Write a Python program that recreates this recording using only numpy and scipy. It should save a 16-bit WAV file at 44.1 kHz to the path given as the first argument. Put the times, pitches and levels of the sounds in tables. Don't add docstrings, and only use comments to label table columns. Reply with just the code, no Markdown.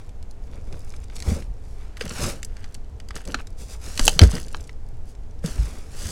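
import sys
import numpy as np
from scipy import signal
from scipy.fft import rfft, irfft, next_fast_len
from scipy.io import wavfile

SR = 44100
rng = np.random.default_rng(int(sys.argv[2]) if len(sys.argv) > 2 else 0)


def wav_record(signal):
    frames = np.transpose(np.atleast_2d(signal))
    bounded = np.clip(frames, -1, 1)
    quanta = np.round(bounded * 32767).astype(np.int16)
    wavfile.write(sys.argv[1], SR, quanta)


N = 269451


def from_db(db):
    return 10 ** (np.asarray(db) / 20)


def unit_rms(x):
    return x / np.sqrt(np.mean(x ** 2) + 1e-20)


def add(track, start_s, sound):
    i = round(start_s * SR)
    track[i:i + len(sound)] += sound[:N - i]


def band_pass(x, hz, octaves, order=2):
    half = 2 ** (max(octaves, .3) / 2)
    edges = [min(hz / half, .4 * SR), min(hz * half, .45 * SR)]
    return signal.sosfilt(signal.butter(order, edges, "band", fs=SR, output="sos"), x)


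def low_pass(x, hz, order=2):
    return signal.sosfilt(signal.butter(order, min(hz, .45 * SR), fs=SR, output="sos"), x)


def coloured(x, spectrum):
    size = next_fast_len(N)
    hz, db = np.transpose(spectrum)
    f = np.maximum(np.arange(size // 2 + 1) * SR / size, 1)
    skirts = np.minimum(f / hz[0], 1) ** 2 * np.minimum(hz[-1] / f, 1) ** 2
    gain = from_db(np.interp(np.log(f), np.log(hz), db))
    return unit_rms(irfft(rfft(x, size) * skirts * gain, size)[:N])


def wander(per_s):
    n = np.arange(N)
    return np.interp(n * per_s / SR, n, rng.standard_normal(N))


# frequency in Hz, relative spectral level in dB.
ROOM_SPECTRUM = [(10, 0), (18, -5), (30, -12), (55, -13), (95, -21), (160, -35), (240, -36), (370, -43),
                 (420, -36), (550, -44), (780, -45), (1100, -53), (3500, -64), (7500, -66), (16000, -83)]
def room_rumble(level_db=-31):
    return from_db(level_db) * coloured(rng.standard_normal(N), ROOM_SPECTRUM)


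def friction(spectrum, slips_per_s, slip_db):
    noise = coloured(rng.standard_normal(N), spectrum)
    return noise * unit_rms(from_db(slip_db * wander(slips_per_s)))


def crackle(spectrum, per_s, spread_db, t60):
    out = 0
    for hz in np.geomspace(spectrum[1][0], spectrum[-2][0], 3):
        sizes = from_db(spread_db * np.minimum(rng.exponential(1, N), 2.5))
        fractures = (rng.random(N) < per_s / SR) * sizes
        decay = from_db(-60 / (t60 * SR))
        avalanches = signal.lfilter([1], [1, -decay], fractures + 1e-18)
        out = out + band_pass(avalanches * rng.standard_normal(N), hz, octaves=1.6, order=1)
    return coloured(out, spectrum)


def stroke_gains(strokes, edge_db=21.5, arch=1.64):
    t, power = np.arange(N) / SR, np.zeros((3, N))
    for peak_s, db, rise_s, fall_s, coarse_db, heap_db in strokes:
        from_peak = np.minimum(np.abs(t - peak_s) / np.where(t < peak_s, rise_s, fall_s), 10)
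        envelope = from_db(db - edge_db * from_peak ** arch)
        power += np.outer(from_db([0, coarse_db, heap_db]), envelope) ** 2
    return np.sqrt(power)


# frequency in Hz, relative spectral level in dB.
FINE_SPECTRUM = [(1500, -29.5), (3000, -7.5), (4000, -6.5), (5200, -1.5), (8000, -3.5), (10800, -7.5),
                 (11800, -13), (15500, -19.5)]
COARSE_SPECTRUM = [(400, -15.5), (750, 2.5), (1100, -0.5), (2300, -3), (3200, -3.5), (5000, -11.5),
                   (9000, -34.5)]
HEAP_SPECTRUM = [(50, -1.5), (110, 2), (220, 0.5), (330, -5), (550, -8.5), (800, -17), (1600, -36)]
# peak time in seconds,
# level in dB, rise and fall in seconds, relative levels of coarse crumbs and of the heap in dB.
CAKED_STROKES = [(.02, -66, 0.088, 0.091, -1, -4), (.45, -67, 0.043, 0.067, -8, -6),
                 (.555, -67.5, 0.11, 0.084, 5.5, 20), (.745, -58.5, 0.11, 0.067, -6, 18),
                 (.94, -59.5, 0.44, 0.14, -6.5, 1), (1.035, -60, 0.06, .025, -12, -6),
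                 (1.17, -53.5, 0.085, 0.073, -5, -2), (2.03, -51, 0.069, 0.19, 2.5, 8),
                 (2.64, -64.5, 0.3, 0.15, 2, 4), (3.165, -48.5, 0.03, 0.076, 0.5, 5.5),
                 (3.29, -53.5, 0.053, 0.15, -3, 15.5), (3.4, -55.5, 0.033, .03, 8, -6),
                 (4.35, -39.5, 0.13, .11, -7, 1.5), (4.57, -56, 0.32, 0.15, -7.5, 7.5)]
LOOSE_STROKES = [(1.297, -37.5, 0.1, 0.15, -5, 5), (1.7, -60, 0.19, 0.17, -9, -7),
                 (1.82, -60.5, 0.094, 0.19, 5, -4), (2.25, -29.5, 0.17, 0.13, -4.5, -4.5),
                 (3.605, -41.5, 0.034, 0.082, -15, -11), (3.72, -40.5, 0.064, 0.07, -9.5, -15),
                 (3.86, -40, 0.066, 0.22, -6.5, -13.5), (4.04, -30.5, 0.13, 0.2, -12, -8),
                 (4.228, -24.5, 0.029, 0.04, -1.5, 9.5), (5.095, -54, 0.051, 0.053, -33, -22),
                 (5.457, -37.5, 0.029, 0.16, -5.5, -2), (5.61, -44, 0.15, 0.37, -3.5, -2.5),
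                 (6.08, -34.5, 0.19, .25, -7.5, -8)]
def powder(fine_db=-4, coarse_db=-3, heap_db=1.0, idle_db=-77, stray_db=-73.5):
    caked, loose = stroke_gains(CAKED_STROKES), stroke_gains(LOOSE_STROKES)
    hiss, rub, shift = np.hypot(caked, loose) + from_db(idle_db)
    fine_breaks, coarse_breaks, _ = np.hypot(from_db(6.5) * caked, from_db(-9.5) * loose)
    fine = hiss * friction(FINE_SPECTRUM, slips_per_s=380, slip_db=2.5)
    fine += fine_breaks * crackle(FINE_SPECTRUM, per_s=78, spread_db=6.5, t60=0.0083)
    coarse = rub * friction(COARSE_SPECTRUM, slips_per_s=190, slip_db=3.0)
    coarse += coarse_breaks * crackle(COARSE_SPECTRUM, per_s=71, spread_db=3.5, t60=.011)
    heap = shift * friction(HEAP_SPECTRUM, slips_per_s=60, slip_db=4.5)
    strays = from_db(stray_db) * crackle(FINE_SPECTRUM, per_s=16, spread_db=9.5, t60=0.0076)
    return from_db(fine_db) * fine + from_db(coarse_db) * coarse + from_db(heap_db) * heap + strays


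# start in seconds, level in dB, centre frequency in Hz.
CRUST_BREAKS = [(0.092, -52, 3770), (0.227, -49.5, 4700), (0.3108, -48.5, 6650), (0.726, -44.5, 3800),
                (0.9387, -46.5, 1840), (0.964, -49, 5000), (1.0993, -47.5, 1760), (1.165, -36.5, 4750),
                (1.2023, -36, 4040), (1.2238, -34, 3400), (1.423, -44, 1990), (1.97, -40, 2160),
                (2.0103, -26.5, 2130), (2.021, -37, 3480), (2.061, -42, 1300), (2.094, -32.5, 6500),
                (2.109, -34.5, 2000), (2.43, -32, 4360), (2.4483, -33, 7360), (2.5678, -45.5, 2950),
                (2.6425, -41.5, 2500), (2.7435, -39.5, 5060), (2.749, -40.5, 4300), (3.0006, -43, 2680),
                (3.087, -42, 4270), (3.107, -36.5, 1930), (3.1555, -35.5, 6000), (3.164, -37.5, 2570),
                (3.216, -50, 7500), (3.2527, -42, 4900), (3.275, -39, 3430), (3.3201, -41, 4400),
                (3.3443, -22.5, 2080), (3.4707, -43, 4000), (3.976, -25.5, 4000), (3.9945, -18.5, 4225),
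                (4.0526, -20.5, 8150), (4.057, -22, 9570), (4.068, -20.5, 6200), (4.093, -24, 6150),
                (4.2162, -17.5, 2580), (4.236, -21.5, 2650), (4.483, -43, 4520), (4.675, -49, 5910),
                (4.6936, -42, 1890), (5.151, -54.5, 3537), (5.441, -43, 570), (5.4603, -31.5, 5380)]
def crust_snaps(crack_db=-13, trickle_db=-24, trickle_t60=0.067, level_window_s=0.0046):
    out, t = np.zeros(N), np.arange(SR // 16) / SR
    for start_s, db, hz in CRUST_BREAKS:
        lump_size = 3500 / hz
        t60 = .018 * lump_size ** 0.2
        octaves = 2.35 * min(lump_size, 1) ** 0.9
        envelope = from_db(-60 * t / t60) + from_db(trickle_db - 60 * t / trickle_t60)
        burst = rng.standard_normal(len(t)) * envelope
        wide_crack = from_db(crack_db) * band_pass(burst, hz, octaves=2.6, order=1)
        snap = low_pass(band_pass(burst, hz, octaves) + wide_crack, hz=12500)
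        equivalent_rms = np.sqrt(np.sum(snap ** 2) / (level_window_s * SR))
        add(out, start_s, from_db(db) * snap / equivalent_rms)
    return out


# centre in Hz, bandwidth in Hz, gain in dB.
CAVITIES = [(553, 170, 7.5), (1330, 270, 1.5), (1832, 670, 3.5), (2310, 250, 2.5), (3170, 150, -6.5),
            (5200, 2000, 0.5), (7000, 700, -0.5), (9800, 700, 0)]
def cavity_resonance(x):
    for hz, width_hz, gain_db in CAVITIES:
        b, a = signal.iirpeak(hz, hz / width_hz, fs=SR)
        x = x + (from_db(gain_db) - 1) * signal.lfilter(b, a, x)
    return x


def hand_reflection(x, echo_gain=0.3, delay_s=0.000737, sway=0.21, moves_per_s=4):
    n = np.arange(N)
    relative_path = np.exp(sway * wander(moves_per_s))
    echo = np.interp(n - delay_s * SR * relative_path, n, x)
    return (x + echo_gain * echo) / np.hypot(1, echo_gain)


def reverberation(x, t60=0.14, cutoff_hz=6000, gap_s=0.0016):
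    t = np.arange(SR // 3) / SR
    reflections = rng.standard_normal(len(t)) * from_db(-60 * t / t60) * (t > gap_s)
    tail = low_pass(reflections, cutoff_hz, order=1)
    return signal.fftconvolve(x, tail / np.sqrt(np.sum(tail ** 2)))[:N]


# start in seconds,
# level in dB, initial frequency in Hz.
LANDINGS = [(1.277, -9, 72.2), (1.313, -9.5, 77), (1.318, -12, 206), (1.479, -18, 44.5), (2.012, -12, 484),
            (2.235, -18.5, 85), (3.347, -19, 265), (3.995, -14, 253), (4.01, -8.5, 22.7),
            (4.16, -17.5, 164.2), (4.216, 8.5, 88.6), (4.235, -9, 246), (4.239, -1, 59.6),
            (4.334, -14, 166), (4.925, -26.5, 118), (5.44, -15, 545), (5.444, -9, 171), (5.588, -7, 53.3),
            (5.617, -20, 109), (6.05, -20, 80.6)]
def thuds(rise_s=0.0036, pitch_sag=0.18, decay_cycles=11.5, overtone_ratio=2.8, overtone_db=-17):
    out, t = np.zeros(N), np.arange(SR // 2) / SR
    for start_s, db, hz in LANDINGS:
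        t60 = decay_cycles / hz
        falling_hz = hz * (1 - pitch_sag * np.minimum(t / t60, 1))
        phase = 2 * np.pi * np.cumsum(falling_hz) / SR
        overtone = from_db(overtone_db) * np.sin(overtone_ratio * phase)
        envelope = from_db(db - 60 * t / t60) * (1 - np.exp(-t / rise_s))
        add(out, start_s, -envelope * (np.sin(phase) + overtone))
    return out


def ringing(modes, t, scatter_db=1.0):
    hz, mode_db, t60 = np.transpose(modes)[:, :, None]
    strengths = from_db(mode_db - scatter_db * rng.standard_normal(hz.shape))
    signs = rng.choice([-1, 1], hz.shape)
    return np.sum(signs * strengths * from_db(-60 * t / t60) * np.sin(2 * np.pi * hz * t), axis=0)


# frequency in Hz, level in dB, 60 dB decay time in seconds.
TRAY_MODES = [(846, -9.5, 0.018), (1180, -15.5, 0.013), (1960, -10.5, 0.0083), (2630, -7.5, 0.016),
              (3044, -5, 0.0097), (3920, -16, .018), (6000, -8.5, 0.0091), (6650, -6, .012),
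              (7230, -4, 0.0093)]
MOULD_MODES = [(730, -19.5, 0.015), (1440, -14, 0.016), (1624, -16, 0.025), (2240, -14.5, 0.011),
               (3106, -7.5, 0.014), (3990, -5.5, 0.013), (4280, -6.5, 0.0057), (4510, -3, 0.0074),
               (5800, -5.5, 0.011)]
# start in seconds, tray level in dB, mould level in dB,
# low-pass cutoff in Hz, 60 dB decay time of the crunch in seconds.
CONTACTS = [(3.3437, -12, -4, 1360, 0.0067), (3.9938, -13.5, -2.5, 1377, 0.049),
            (4.0792, 3.5, -1.5, 8070, 0.023), (4.1925, -12, 3.5, 6000, 0.016),
            (4.5461, -17, -13, 1830, 0.015)]
def mould_knocks(crunch_db=-7):
    out, t = np.zeros(N), np.arange(SR // 10) / SR
    for start_s, tray_db, mould_db, cutoff_hz, crunch_t60 in CONTACTS:
        tray = from_db(tray_db) * ringing(TRAY_MODES, t)
        mould = from_db(mould_db) * ringing(MOULD_MODES, t)
        crunch_envelope = from_db(max(tray_db, mould_db) + crunch_db - 60 * t / crunch_t60)
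        crunch = crunch_envelope * rng.standard_normal(len(t))
        add(out, start_s, low_pass(tray + mould + crunch, cutoff_hz))
    return out


def scene():
    crumbling = cavity_resonance(powder() + crust_snaps())
    direct = hand_reflection(crumbling) + mould_knocks()
    rumble = room_rumble()
    return (direct + from_db(-22.0) * reverberation(direct) + thuds() + rumble)[None]


def record(dry, cutoff_hz=16100):
    limited = dry / (1 + dry ** 8) ** (1 / 8)
    return signal.sosfilt(signal.ellip(10, .1, 80, cutoff_hz, fs=SR, output="sos"), limited)


dry = scene()
out = record(dry)
wav_record(out)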